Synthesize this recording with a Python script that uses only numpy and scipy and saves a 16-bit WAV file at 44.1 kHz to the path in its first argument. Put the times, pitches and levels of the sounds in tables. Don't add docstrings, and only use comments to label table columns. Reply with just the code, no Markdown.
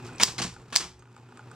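import sys
import numpy as np
from scipy import signal
from scipy.fft import rfft, irfft
from scipy.io import wavfile
from scipy.ndimage import map_coordinates

SR = 44100
rng = np.random.default_rng(int(sys.argv[2]) if len(sys.argv) > 2 else 0)


def gain_from_db(level_db):
    decades = np.asarray(level_db, float) / 20
    return 10 ** decades


def transcribe(signal):
    frames = np.atleast_2d(signal).T
    limited = np.clip(frames, -1, 1)
    pcm = np.round(limited * 32767).astype(np.int16)
    wavfile.write(sys.argv[1], SR, pcm)


N = 68355

# (time [s], level [dB])
STRIKES = [
    (0.234, -1.5),
    (0.7613, -3),
]
# (frequency [Hz], level [dB], t60 [s])
FIRST_SLUG = [(894, -35.5, 0.021), (1850, -26.5, 0.011), (2540, -21, 0.0033), (3240, -14.5, 0.0051),
              (4620, -2.5, 0.0069), (5040, 0.5, 0.005), (5720, 1, 0.0074), (6730, -6, 0.0047),
              (7800, -6.5, 0.011), (9200, -14, .004), (12500, -14.5, 0.0033)]
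# (frequency [Hz], level [dB], t60 [s])
SECOND_SLUG = [(881, -29.5, .02), (1800, -21, .012), (2450, -16.5, 0.01), (3510, -13, .006),
               (4500, -3, 0.0081), (4930, -4, 0.0078), (5440, -0.5, .007), (6370, -2.5, .006),
               (7720, -10.5, 0.013), (10600, -29, .004)]
SECOND_TOUCH_S, SECOND_TOUCH_DB = .001, -9.5
BOUNCE_S, BOUNCE_DB = .0074, -13.5
SLUG_LOW_HZ, BOUNCE_TOP_HZ = 700, 10000
SLUG_CONTACTS, SLUG_SPAN_S, BOUNCE_SPAN_S = 2, .0004, .0012


def type_bars():
    thin = signal.butter(2, SLUG_LOW_HZ, "high", fs=SR, output="sos")
    soft = signal.butter(4, BOUNCE_TOP_HZ, fs=SR, output="sos")
    out = np.zeros((2, N))
    for (s, db), slug in zip(STRIKES, (FIRST_SLUG, SECOND_SLUG)):
        touch_s = np.array([s, s + SECOND_TOUCH_S])
        touch_db = np.array([db, db + SECOND_TOUCH_DB]) - 2
        crack = contacts(touch_s, touch_db, SLUG_CONTACTS, SLUG_SPAN_S)
        out += signal.sosfilt(thin, strike(*crack, slug, spread_db=3, turn=1))
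        bounce_s, bounce_db = np.array([s + BOUNCE_S]), np.array([db + BOUNCE_DB])
        bounce = contacts(bounce_s, bounce_db, TICK_CONTACTS, BOUNCE_SPAN_S)
        out += signal.sosfilt(soft, strike(*bounce, slug[3:9], spread_db=4))
    return out


# (time [s], level [dB], hold [s], t60 [s], bright share [0-1])
RATTLES = [(0.181, -50, 0.017, .03, 0.7), (.198, -27, 0.014, 0.018, 0), (0.212, -25, 0.017, .02, 0.5),
           (0.2268, -20, 0.011, .02, .8), (0.244, -35, .02, 0.29, 0.9), (0.277, -36.5, 0.0094, 0.16, 0.12),
           (0.3804, -32, 0.023, 0.086, 0.29), (0.417, -29.5, 0.0068, 0.25, 0.56),
           (0.438, -44, 0.0081, .15, 0), (0.704, -61, 0.017, .04, 0.07), (0.7241, -35.5, 0.022, 0.11, 0.11),
           (0.7541, -24.5, 0.008, 0.04, 0.88), (0.768, -31, 0.016, 0.13, 0.91),
           (0.801, -35, 0.014, 0.26, 0.4), (0.049, -50.5, 0.01, .05, 0.37), (0.068, -50, 0.008, 0.15, 0.45)]
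# (frequency [Hz], density [dB per Hz])
DULL = [(120, -37.5), (200, -6), (647, -11), (1000, -1.5), (1480, -6), (3250, -5.5), (10000, -24),
        (16000, -43.5)]
# (frequency [Hz], density [dB per Hz])
BRIGHT = [(120, -35), (200, -5), (569, -10), (950, -14.5), (1680, -10), (5520, 7), (8000, 0),
          (10500, -16.5), (16000, -33.5)]
RATTLE_PER_S, RATTLE_SPREAD_DB, RATTLE_ATTACK_S = 13000, 1.28, 0.0013


def linkage():
    t = np.arange(N) / SR
    dull, bright = np.zeros(N), np.zeros(N)
    for s, db, hold, t60, share in RATTLES:
        attack = np.clip((t - s) / RATTLE_ATTACK_S, 0, 1)
        fall_db = 60 * np.clip(t - s - hold, 0, 9) / t60
        power = (gain_from_db(db - fall_db) * attack) ** 2
        dull += (1 - share) * power
        bright += share * power
    hits = rng.random((4, N)) < RATTLE_PER_S / SR
    sizes = gain_from_db(RATTLE_SPREAD_DB * rng.exponential(1, (4, N)))
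    grains = hits * sizes * rng.choice([-1, 1], (4, N))
    lumps = gain_from_db(1.2 * drift(400))
    dull_part = np.sqrt(dull) * colour(grains[:2], DULL)
    bright_part = np.sqrt(bright) * colour(grains[2:], BRIGHT)
    return lumps * (dull_part + bright_part)


# (time [s], level [dB], bright share [dB])
KNOCKS = [(.048, -49.5, 2), (.0665, -49.5, 7), (.183, -46.5, 7.5), (.1983, -33, -3), (.2093, -35.5, -6),
          (.2135, -31.5, -2.5), (.2208, -29, -4), (.2262, -29.5, -2.5), (.3825, -37, -2),
          (.388, -33.5, -10.5), (.3918, -34.5, -2), (.402, -38, -7.5), (.4222, -32.5, 2), (.4245, -35.5, 0),
          (.4315, -38.5, -1.5), (.447, -36.5, 1), (.7033, -48, -6), (.709, -54.5, 1.5), (.716, -57.5, 1.5),
          (.7267, -37, -4.5), (.731, -36, -8.5), (.7545, -36.5, 1), (.78, -39, 0.5), (.787, -37.5, 0),
          (.807, -36, -4), (.818, -41.5, 0), (.844, -45.5, -1.5)]
# (frequency [Hz], level [dB], t60 [s])
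LEVER = [(1050, -4.5, 0.0062), (1650, -3.5, 0.0082), (2330, -5.5, .007), (3200, -2, 0.0048),
         (4100, -4, .005)]
# (frequency [Hz], level [dB], t60 [s])
LEVER_TOP = [(5100, 0, .005), (6100, -1.5, .005), (7200, -2, .004), (8400, -5.5, .004), (10300, -12, .003),
             (12800, -20.5, .003)]


def levers():
    s, db, top_db = np.transpose(KNOCKS)
    body = contacts(s, db, SLUG_CONTACTS, BOUNCE_SPAN_S)
    top = contacts(s, db + top_db, SLUG_CONTACTS, BOUNCE_SPAN_S)
    return strike(*body, LEVER, spread_db=2) + strike(*top, LEVER_TOP, spread_db=3)


# (time [s], pitch [Hz])
RINGS = [(.199, 942), (.2, 2218), (.219, 3300), (.385, 1020), (.386, 2100), (.42, 1174), (.424, 7171),
         (.42, 5157), (.45, 8344), (.386, 4194), (.727, 1160), (.81, 14630), (.158, 7900), (.131, 8100),
         (.09, 1450), (.42, 5700), (.82, 366), (.045, 358), (.994, 6050), (1.0, 6500), (1.389, 6800),
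         (.42, 4160)]
RING_DB = [-31, -29.5, -27, -35.5, -29, -38.5, -41, -60, -56, -29.5, -37, -59, -37.5, -47.5, -39.5, -27.5,
           -48.5, -45.5, -51, -60, -61, -56]
RING_T60_S = [0.1, .07, .025, 0.06, .03, .12, 0.4, 0.17, .4, 0.052, .04, 0.31, .02, 0.033, 0.044, .025,
              0.52, 0.32, 0.013, .1, .07, .5]


def ringing_parts():
    t, out = np.arange(N) / SR, np.zeros((2, N))
    for (s, hz), db, t60 in zip(RINGS, RING_DB, RING_T60_S):
        knock = np.zeros(N)
        knock[int(s * SR)] = gain_from_db(db)
        swell = np.clip((t - s) / RATTLE_ATTACK_S, 0, 1) * gain_from_db(drift(60))
        out += ring(knock, hz, t60) * swell * [[1], [.6]]
    return out


# (time [s], level [dB])
THUMPS = [
    (0.116, -45.5),
    (0.279, -42),
    (0.385, -33.5),
    (0.401, -30),
    (.419, -32),
    (.433, -38.5),
    (.446, -34.5),
    (.47, -38),
    (0.799, -41),
    (.85, -42),
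]
# (frequency [Hz], level [dB], t60 [s])
CASE = [(127.5, -3, 0.4), (180, -0.5, .13), (236, -2.5, 0.075), (339.4, -4, .1), (469, -2, .1),
        (695, -3, 0.09), (800, -6.5, 0.066)]


def case():
    s, db = np.transpose(THUMPS)
    return signal.lfilter([.08], [1, -.92], strike(s, db - 4, CASE, spread_db=4))


# (time [s], peak level [dB], treble share [dB])
TICKS = [(.54, -48, -1), (.564, -44.5, -10), (.618, -61, -2), (.993, -64.5, 11), (1.023, -46.5, -14),
         (1.055, -49, -26), (1.0745, -55.5, -14.5), (1.128, -62, -3.5), (1.473, -54.5, -15.5),
         (1.118, -57.5, -10), (1.164, -44, -10.5), (1.177, -51, -10), (1.23, -52, -31), (1.288, -47, -16),
         (1.322, -46.5, -16.5), (1.373, -40, -13), (1.393, -41.5, -21.5), (1.428, -50, -30),
         (1.514, -42, -10.5)]
# (frequency [Hz], level [dB], t60 [s])
ROLLER = [(819, -8, 0.041), (970, -11, 0.024), (1224, -9, 0.044), (1457, -2, 0.022), (2476, -9.5, 0.008),
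          (3196, -11, 0.0058)]
# (frequency [Hz], level [dB], t60 [s])
ROLLER_TOP = [(3900, 2, .005), (4900, 5.5, .005), (5900, 0.5, .005), (6800, 1, 0.0054), (7440, 5, .005),
              (8300, 1, .012), (9700, -6, .004), (11800, -22, .003)]
TICK_CONTACTS, TICK_SPAN_S = 8, .004


def roller():
    s, db, top_db = np.transpose(TICKS)
    body = contacts(s, db - 1.5, TICK_CONTACTS, TICK_SPAN_S)
    top = contacts(s, db + top_db - 6, TICK_CONTACTS, TICK_SPAN_S)
    return strike(*body, ROLLER, spread_db=2.5) + strike(*top, ROLLER_TOP, spread_db=2.5)


# (multiple of the hum [1], level [dB])
HUM = [(1, -46.5), (2.03, -55), (3, -61), (3.5, -64.5), (7, -71)]
# (time [s], level [dB])
HUM_SWELL = [(0, -1.5), (.09, -0.5), (.135, 4.5), (.17, -4.5), (.6, -0.5), (.95, -0.5), (1.1, 2), (1.55, 0)]
# (time [s], level [dB])
BUZZ = [(0, -53.5), (.19, -50), (.6, -62), (1.3, -56), (1.45, -55)]
# (frequency [Hz], density [dB per Hz])
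WHIR = [(15, -50), (30, -41.5), (123, -4.5), (190, -15), (400, -13.5), (624, -23.5), (850, -17.5),
        (1440, -22.5), (1850, -28.5), (7900, -39), (9500, -48.5), (16000, -56.5)]
HUM_HZ, HUM_WOBBLE_DB, WHIR_DB = 120, 1.0, -46.5
BUZZ_HZ, BUZZ_T60_S, BUZZ_UNEVEN_DB = 2480, .03, 3.5


def motor():
    phase = 2 * np.pi * HUM_HZ * np.arange(N) / SR
    hum = np.zeros(N)
    for k, db in HUM:
        level = np.sqrt(2) * gain_from_db(db + HUM_WOBBLE_DB * k * drift(15))
        wander = rng.uniform(0, 6) + 0.14 * k ** .5 * drift(11)
        hum += level * np.sin(k * phase + wander)
    cycles = np.arange(.0002, N / SR - .01, 1 / HUM_HZ)
    taps = cycles + rng.uniform(0, .003, len(cycles))
    plate = [(BUZZ_HZ, 0, BUZZ_T60_S), (1.1 * BUZZ_HZ, -5, BUZZ_T60_S)]
    buzz = strike(taps, np.zeros(len(taps)), plate, spread_db=BUZZ_UNEVEN_DB) * in_time(BUZZ)
    whir_db = WHIR_DB + .8 * drift(15) + 1.5 * drift(150) + 1.2 * np.cos(phase)
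    whir = colour(rng.standard_normal((2, N)), WHIR) * gain_from_db(whir_db)
    return hum * in_time(HUM_SWELL) * [[1], [.8]] + buzz + whir


# (time [s], level [dB])
RUMBLE = [(0, -67), (.2, -60.5), (.33, -58.5), (.55, -50.5), (.7, -73), (.85, -51.5), (1.0, -61.5),
          (1.15, -88.5), (1.55, -73.5)]
RUMBLE_HZ = 89


def rumble():
    band = signal.butter(2, [RUMBLE_HZ / 2, RUMBLE_HZ], "band", fs=SR, output="sos")
    low = signal.sosfilt(band, rng.standard_normal((2, N)))
    return rms_one(low) * in_time(RUMBLE)


ROOM_DB, ROOM_T60_S, ROOM_GAP_S = -18.5, .3, 0.0037


def room(x):
    t = np.arange(SR // 2) / SR
    build_up = np.clip(t / ROOM_GAP_S - 1, 0, 1)
    echo = rng.standard_normal((2, len(t))) * gain_from_db(-60 * t / ROOM_T60_S) * build_up
    echo = signal.lfilter([1], [1, -.3], echo)
    echo /= np.sqrt(np.sum(echo[0] ** 2))
    return gain_from_db(ROOM_DB) * signal.fftconvolve(x[None], echo, axes=1)[:, :N]


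# (time [s], gain [dB])
DUCKS = [
    (.234, -3),
    (.42, -10),
    (.761, -15.5),
]
RECOVER_DB_PER_S, DUCK_S = 12, .01


def recorder_gain():
    t = np.arange(N) / SR
    curves = []
    for s, low_db in DUCKS:
        climb = np.minimum(low_db + RECOVER_DB_PER_S * (t - s), 0)
        curves.append(np.where(t > s, climb, 0))
    r = np.exp(-1 / (DUCK_S * SR))
    return gain_from_db(signal.lfilter([1 - r], [1, -r], np.min(curves, axis=0)))


# (frequency [Hz], likeness [0-1])
LIKENESS = [(60, 0.98), (150, 1), (1000, 0.93), (2800, 0.69), (5600, 0.76), (9500, .1), (15000, 0.05)]
# (frequency [Hz], left minus right [dB])
SIDES = [(60, -0.5), (2800, 0), (5200, 6), (6800, -8.5), (8300, -10.5), (12000, -5)]
LEFT_LAG_S = 3.3e-5


def ports(pair):
    hz = np.fft.rfftfreq(N, 1 / SR)
    alike = np.sqrt(np.clip(at_hz(LIKENESS, hz), 0, 1))
    common, other = rfft(pair) * np.sqrt([(1 + alike) / 2, (1 - alike) / 2])
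    lean = gain_from_db(at_hz(SIDES, hz) / 2) * np.exp(-1j * np.pi * hz * LEFT_LAG_S)
    return irfft([(common + other) * lean, (common - other) / lean], N)


def contacts(s, db, count, span):
    late = rng.exponential(1, (len(s), count)) * (np.arange(count) > 0)
    times = s[:, None] + span * late
    levels = db[:, None] - 6.8 * late - 3.4 * (late > 0)
    return times.ravel(), levels.ravel()


def strike(s, db, modes, spread_db, turn=-1):
    out = np.zeros((2, N))
    at = np.minimum(np.asarray(s) * SR, N - 1).astype(int)
    chance = rng.standard_normal((len(at), len(modes), 2))
    for k, (hz, level_db, t60) in enumerate(modes):
        clicks = np.zeros((2, N))
        np.add.at(clicks[0], at, gain_from_db(db + level_db + spread_db * chance[:, k, 0]))
        np.add.at(clicks[1], at, gain_from_db(db + level_db) * chance[:, k, 1])
        out += ring(clicks, hz, t60) * turn ** k
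    return out


def ring(clicks, hz, t60):
    r, w = gain_from_db(-60 / (t60 * SR)), 2 * np.pi * hz / SR
    return signal.lfilter([0, np.sin(w)], [1, -2 * r * np.cos(w), r * r], clicks + 1e-18)


def colour(x, spectrum):
    hz = np.fft.rfftfreq(N, 1 / SR)
    return rms_one(irfft(rfft(x) * gain_from_db(at_hz(spectrum, hz)), N))


def drift(rate):
    knots = rng.standard_normal(int(rate * N / SR) + 4)
    return rms_one(map_coordinates(knots, [np.arange(N) * rate / SR + 1], order=3))


def rms_one(x):
    return x / np.sqrt(np.mean(x ** 2) + 1e-20)


def at_hz(points, hz):
    p = np.array(points)
    return np.interp(np.log(hz + 1), np.log(p[:, 0]), p[:, 1])


def in_time(rows):
    s, db = np.transpose(rows)
    return gain_from_db(np.interp(np.arange(N) / SR, s, db))


REST_TOP_HZ = 16550


def scene():
    cracks = type_bars()
    works = linkage() + levers() + ringing_parts() + case() + roller()
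    rest = works + room((cracks + works)[0]) + recorder_gain() * motor() + rumble()
    top = signal.cheby2(14, 70, REST_TOP_HZ, fs=SR, output="sos")
    return ports(cracks + signal.sosfilt(top, rest))


def low_pass(x):
    return signal.sosfilt(signal.butter(12, 21850, fs=SR, output="sos"), x)


def record(dry):
    mix = np.clip(dry, -1, 1)
    return low_pass(mix)


dry = scene()
out = record(dry)
transcribe(out)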